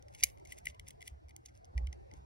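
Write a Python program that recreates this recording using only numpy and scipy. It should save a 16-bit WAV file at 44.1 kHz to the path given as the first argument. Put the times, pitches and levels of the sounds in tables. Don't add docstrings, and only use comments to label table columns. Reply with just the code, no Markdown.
import sys
import numpy as np
from scipy import signal
from scipy.fft import rfft, irfft
from scipy.io import wavfile
from scipy.ndimage import uniform_filter1d

SR = 44100
rng = np.random.default_rng(int(sys.argv[2]) if len(sys.argv) > 2 else 0)


def store_wav(level_fs):
    pcm = np.round(np.clip(np.atleast_2d(level_fs), -1, 1) * 32767)
    wavfile.write(sys.argv[1], SR, pcm.T.astype(np.int16))


N = 99225
TIME = np.arange(N) / SR


def amp(db):
    return 10 ** (np.asarray(db) / 20)


def unit_level(x):
    return x / np.sqrt(np.mean(x ** 2) + 1e-30)


def look_up(points, hz):
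    f, value = np.transpose(points)
    return np.interp(np.log(hz + 1), np.log(f + 1), value)


def add(mix, start_s, sound):
    part = mix[max(round(start_s * SR), 0):][:len(sound)]
    part += sound[:len(part)]


def coloured(x, colour, lag=1):
    hz = abs(np.fft.fftfreq(len(x), 1 / SR))
    log_gain = np.log(amp(look_up(colour, hz)))
    phase = -lag * signal.hilbert(log_gain).imag
    return np.fft.ifft(np.fft.fft(x) * np.exp(log_gain + 1j * phase)).real


def stroke_level(rows):
    strokes = (amp(db) * np.exp(-np.maximum((peak_s - TIME) / swell, (TIME - peak_s) / fade))
               for peak_s, db, swell, fade in rows)
    return np.sqrt(sum(stroke ** 2 for stroke in strokes))


def drifting_noise(colour, drift_db):
    hz, _, spectra = signal.stft(rng.standard_normal(N), SR, nperseg=2048, noverlap=1536)
    patches = uniform_filter1d(rng.standard_normal(spectra.shape), size=5, axis=0)
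    patches = unit_level(uniform_filter1d(patches, size=8, axis=1))
    spectra *= amp(look_up(colour, hz)[:, None] + drift_db * patches)
    return unit_level(signal.istft(spectra, SR, nperseg=2048, noverlap=1536)[1][:N])


# f/Hz, level/dB
RUMBLE_COLOUR = [(15, -36.5), (30, -18), (48, 0.5), (70, 6), (105, -4), (145, -8), (185, -20.5),
                 (260, -19.5), (380, -24.5), (520, -29.5), (820, -25.5), (1100, -39.5), (2000, -34),
                 (3000, -45.5), (5500, -38.5), (7300, -52.5), (11000, -52.5), (13000, -63), (16000, -70.5)]
WASH_COLOUR = [(20, -11.5), (60, 2.5), (140, 6), (200, -6), (350, 2.5), (500, 1), (750, 0.5), (1100, -10),
               (1700, -17.5), (2200, -20), (3000, -26.5), (5500, -37), (8000, -32.5), (11000, -53.5),
               (13000, -41.5), (16000, -44.5)]
# t/s, rumble level/dB, wash level/dB
ROOM_LEVELS = [(0, -59, -59.5), (0.701, -59.5, -58.5), (1.15, -61, -60), (1.399, -63, -63),
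               (1.69, -61, -62.5), (1.79, -57.5, -54.5), (1.88, -59, -58), (2.0, -58, -58.5),
               (2.081, -59, -60), (2.14, -56.5, -56.5), (2.25, -58.5, -57.5)]


def room_tone():
    times, rumble_db, wash_db = np.transpose(ROOM_LEVELS)
    rumble = drifting_noise(RUMBLE_COLOUR, drift_db=3.15) * amp(np.interp(TIME, times, rumble_db))
    wash = drifting_noise(WASH_COLOUR, drift_db=5.0) * amp(np.interp(TIME, times, wash_db))
    return np.array([rumble + wash, rumble - wash])


# f/Hz, phase/rad
LEFT_LEAD = [(60, -4), (300, 4.5), (1200, 3), (1900, -1.2), (2300, -1.75), (2800, -1), (3600, -6),
             (6000, -4.5), (6900, -3), (10200, -1), (13400, 3), (16000, 5.5)]
# f/Hz, level/dB
LEFT_BOOST = [(1000, 2.5), (1950, 7.5), (2300, 5), (2700, -4), (3400, 0.5), (4900, -1), (6500, -4),
              (8000, 1), (16000, -1)]


def mic_ports(x):
    hz = np.fft.rfftfreq(2 * N, 1 / SR)
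    left = amp(look_up(LEFT_BOOST, hz) / 2)
    right = np.exp(-1j * look_up(LEFT_LEAD, hz)) / left
    gains = np.array([left, right]) / np.sqrt((left ** 2 + left ** -2) / 2)
    return irfft(rfft(x, 2 * N) * gains)[:, :N]


# f/Hz, decay/s
ECHO_DECAY = [(500, 0.45), (2000, 0.24), (6000, 0.14), (14000, 0.24)]


def echoes(x, near_db=-22.5, near_decay_s=.005, room_db=-25):
    size = 16384
    t = np.arange(size) / SR
    hz, when, spectra = signal.stft(rng.standard_normal((2, size)), SR, nperseg=256)
    spectra *= amp(-60 * when / look_up(ECHO_DECAY, hz)[:, None])
    tail = signal.istft(spectra, SR, nperseg=256)[1][:, :size] * (t > .008)
    bounces = rng.standard_normal(size) * np.exp(-t / near_decay_s) * (t > .003)
    near = signal.fftconvolve(x, bounces / np.linalg.norm(bounces))[:N]
    far = signal.fftconvolve(x[None], tail / np.linalg.norm(tail[0]), axes=1)[:, :N]
    return amp(near_db) * mic_ports(near) + amp(room_db) * far


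# peak t/s, level/dB, swell/s, fade/s
FINGER_STROKES = [(.7, -70, 0.019, 0.032), (.84, -65, .015, 0.024), (1.135, -63.5, 0.025, 0.016),
                  (1.745, -60, 0.024, .03), (1.81, -55, 0.018, 0.01), (1.935, -65, 0.021, 0.042),
                  (2.142, -57.5, 0.02, 0.016)]
# f/Hz, level/dB
SKIN_COLOUR = [(60, -5), (140, 6.5), (240, -6), (360, 0.5), (480, -15), (800, -9.5), (1200, -26),
               (3000, -71.5)]


def finger_brushes():
    skin = np.array([unit_level(coloured(noise, SKIN_COLOUR)) for noise in rng.standard_normal((2, N))])
    return stroke_level(FINGER_STROKES) * skin * amp([[1.5], [-1.5]])


# t/s, level/dB, f/Hz, rise/s, decay/s
THUDS = [(0.223, -44, 65.1, 0.005, 0.036), (.68, -47, 69.3, 0.017, .018),
         (0.782, -51.5, 63.9, 0.011, 0.012), (1.11, -44.5, 71, 0.019, 0.028),
         (1.7433, -26.5, 63.2, 0.032, 0.028), (1.808, -30, 60.2, 0.034, 0.032),
         (1.869, -33, 64.9, 0.022, 0.026), (2.165, -50.5, 65, .03, .04)]


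def hand_bumps():
    out = np.zeros(N)
    for start_s, db, hz, rise, decay in THUDS:
        swell = np.sin(np.pi / 2 * np.minimum(TIME / rise, 1)) ** 2
        fade = np.exp(-np.maximum(TIME - rise, 0) / decay)
        add(out, start_s, amp(db) * swell * fade * np.sin(2 * np.pi * hz * TIME))
    return out * amp([[-1.2], [1.1]])


# peak t/s, level/dB, swell/s, fade/s
FILM_STROKES = [(.15, -64.5, 0.025, 0.013), (.2, -54, 0.016, 0.031), (.26, -53, .015, 0.015),
                (.295, -59, 0.014, 0.0087), (.51, -58.5, 0.019, 0.029), (0.583, -56.5, 0.0086, 0.0096),
                (.685, -52, 0.014, 0.011), (.882, -59.5, 0.01, 0.019), (1.02, -83.5, 0.0099, .03),
                (1.073, -57.5, 0.019, 0.015), (1.471, -67.5, 0.015, 0.021), (1.564, -74, .02, 0.024),
                (1.79, -68.5, 0.0064, 0.0064), (1.94, -71.5, .01, 0.0058), (2.175, -73, 0.026, 0.01)]
# f/Hz, level/dB
SCRAPE_COLOUR = [(200, -19), (1200, -29), (1650, -13.5), (2050, 3), (2350, 0.5), (2700, -2), (4000, -10.5),
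                 (5700, -2.5), (6500, 0), (7300, -6.5), (8800, -6), (11500, -13), (13000, -21),
                 (15800, -21.5)]


def film_scrapes(grains_per_s=2900, spread_db=3, hiss_gain=0.23):
    grains = rng.standard_normal(N) * amp(spread_db * np.minimum(rng.exponential(1, N), 4))
    grains *= rng.random(N) < grains_per_s / SR
    friction = unit_level(grains) + hiss_gain * rng.standard_normal(N)
    return stroke_level(FILM_STROKES) * unit_level(coloured(friction, SCRAPE_COLOUR))


RING_TOP_HZ, CLACK_TOP_HZ = 2620, 7000
CLACK_PEAK_DB, CLACK_WIDTH_HZ = 8.5, 420
DULL_HZ, DULL_SHARE = 13500, 1.6


def clicks(rows, body_colour, impact):
    size, lead_s, impact_rise_s = 4096, .015, .001
    t = (np.arange(size) - round(lead_s * SR)) / SR
    hz = np.fft.rfftfreq(size, 1 / SR)
    below_treble = 1 / (1 + (hz / CLACK_TOP_HZ) ** 16)
    below_clack = 1 / (1 + (hz / RING_TOP_HZ) ** 16)
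    bands = (below_clack, below_treble - below_clack, 1 - below_treble)
    out = np.zeros(N)
    for hit_s, ring_db, clack_db, treble_db, rise, decay, clack_hz in rows:
        chatter = rng.standard_normal(size) * np.exp(-np.maximum(-t / rise, t / decay))
        hit = (t == 0) * impact * np.exp(-rise / impact_rise_s)
        burst = rfft(chatter / np.linalg.norm(chatter) + hit)
        burst /= np.sqrt(uniform_filter1d(abs(burst) ** 2, size=110))
        burst *= amp(CLACK_PEAK_DB / (1 + ((hz - clack_hz) / CLACK_WIDTH_HZ) ** 2))
        burst *= amp(DULL_SHARE * min(treble_db - clack_db, 0) / (1 + (DULL_HZ / (hz + 1)) ** 20))
        ringing = rfft(coloured(irfft(burst), body_colour, lag=0.41))
        click = sum(amp(db) * unit_level(irfft(ringing * band))
                    for db, band in zip((ring_db, clack_db, treble_db), bands))
        add(out, hit_s - lead_s, click * np.sqrt(.001 * SR / size))
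    return out


# t/s, ring level/dB, clack level/dB, treble level/dB, rise/s, decay/s, clack f/Hz
EDGE_TICKS = [(.0252, -71, -56.5, -63.5, 0.00027, 0.0012, 6100),
              (.0841, -59.5, -58, -64.5, .0003, 0.0028, 5200),
              (.1495, -49.5, -48.5, -51, 0.00027, 0.0045, 2690),
              (.2283, -36.5, -33.5, -57.5, .0003, 0.0014, 4980),
              (.3748, -59.5, -64.5, -71, .0002, 0.0014, 6450),
              (.3838, -67, -69.5, -70, .0003, 0.0015, 2900), (.3986, -62, -65, -69, .0005, 0.003, 6000),
              (.4515, -63, -54.5, -57.5, .0002, 0.0025, 6480),
              (.4566, -50.5, -61, -62, .0005, 0.0028, 6540), (.4736, -67, -52.5, -57.5, .0012, .002, 6200),
              (.5226, -37, -44.5, -42, 0.00018, 0.0042, 3000),
              (.5862, -54.5, -56.5, -49, 0.00037, 0.00092, 6600),
              (.657, -43.5, -46.5, -39, 0.0016, .002, 2900),
              (.6702, -25.5, -42, -46.5, 0.00022, 0.0015, 3180),
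              (.6996, -55, -50.5, -57, 0.0011, 0.004, 3030), (.7466, -58, -60, -66, 0.00076, 0.0033, 2870),
              (.7968, -44.5, -46, -48, 0.00044, 0.001065, 3220),
              (.8714, -55, -56.5, -74, 0.0014, 0.0022, 3320), (.8803, -57, -55, -48.5, 0.00083, .003, 5350),
              (.8854, -60, -49.5, -43, .0003, 0.00073, 6470),
              (.907, -52, -49.5, -49.5, 0.0013, 0.0021, 3330),
              (1.0072, -51.5, -56, -60, 0.00035, .003, 3000), (1.0195, -50, -53.5, -54, .002, 0.0019, 2900),
              (1.0267, -43, -50, -56.5, .0002, 0.0011, 3000),
              (1.0785, -41, -41, -40.5, 0.0023, 0.0024, 2966),
              (1.2853, -61.5, -64, -67, 0.00042, 0.0011, 5800),
              (1.2933, -57.5, -59, -60.5, 0.0014, 0.0042, 4610),
              (1.3084, -56, -61.5, -69, 0.00057, 0.0026, 3700),
              (1.3642, -56.5, -49, -45.5, 0.000095, 0.00057, 6500),
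              (1.4545, -62, -65, -60, .0002, 0.00085, 6600), (1.4603, -62.5, -44, -49, 0.0014, .0017, 6600),
              (1.486, -63, -61, -69, 0.00035, 0.0027, 5750),
              (1.491, -61.5, -64, -72.5, .0004, 0.0025, 5820),
              (1.5524, -70, -62.5, -69, 0.00083, 0.0013, 5440),
              (1.5758, -82, -63.5, -66.5, 0.00023, 0.0011, 6190),
              (1.6462, -86, -55.5, -71, 0.00023, 0.001, 6050),
              (1.6531, -72.5, -63, -65, 0.00029, .0017, 5300),
              (1.779, -38, -46.5, -54.5, 0.00083, 0.0022, 4920),
              (1.871, -48.5, -47.5, -57.5, 0.00035, 0.0016, 3200),
              (1.9289, -47, -47, -57.5, 0.0008, 0.0012, 5800),
              (2.1143, -53.5, -58.5, -71, 0.00028, 0.00084, 5350),
              (2.1378, -60, -54.5, -61.5, 0.00031, 0.0013, 6140)]
# f/Hz, level/dB
TICK_COLOUR = [(100, -21), (800, -29), (1200, -37.5), (1760, -25), (2030, 4.5), (2320, -2), (2620, -21),
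               (3050, 3), (3800, -10.5), (4900, -3), (6400, -1), (7200, -6), (8500, -3), (11000, -9),
               (13500, -15), (15600, -15.5), (16500, -27)]


def film_ticks():
    return clicks(EDGE_TICKS, TICK_COLOUR, impact=0.92)


# t/s, ring level/dB, clack level/dB, treble level/dB, rise/s, decay/s, clack f/Hz
SNAP_HITS = [(.2363, -20, -15, -19, 0.00012, 0.0022, 4672),
             (.2399, -29, -29.5, -20, 0.000087, 0.0011, 5750)]
# f/Hz, level/dB
SNAP_COLOUR = [(100, -19), (750, -18.5), (1200, -35.5), (1750, -25.5), (2020, 5), (2330, 7.5), (2600, -13),
               (3100, 3), (3500, -15.5), (4900, -4.5), (5550, -5), (6400, 6.5), (7300, -5), (9000, -0.5),
               (10800, -1.5), (12600, -2), (13400, -10.5), (15000, -16), (15600, -7.5), (16400, -30)]


def film_snap():
    return clicks(SNAP_HITS, SNAP_COLOUR, impact=0.34)


def scene():
    film = film_snap() + film_ticks() + film_scrapes()
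    return mic_ports(film) + echoes(film) + hand_bumps() + finger_brushes() + room_tone()


def record(dry):
    low_pass = signal.firwin(511, 16300, window=("kaiser", 9), fs=SR)
    return signal.oaconvolve(dry, low_pass[None], "same")


dry = scene()
out = record(dry)
store_wav(out)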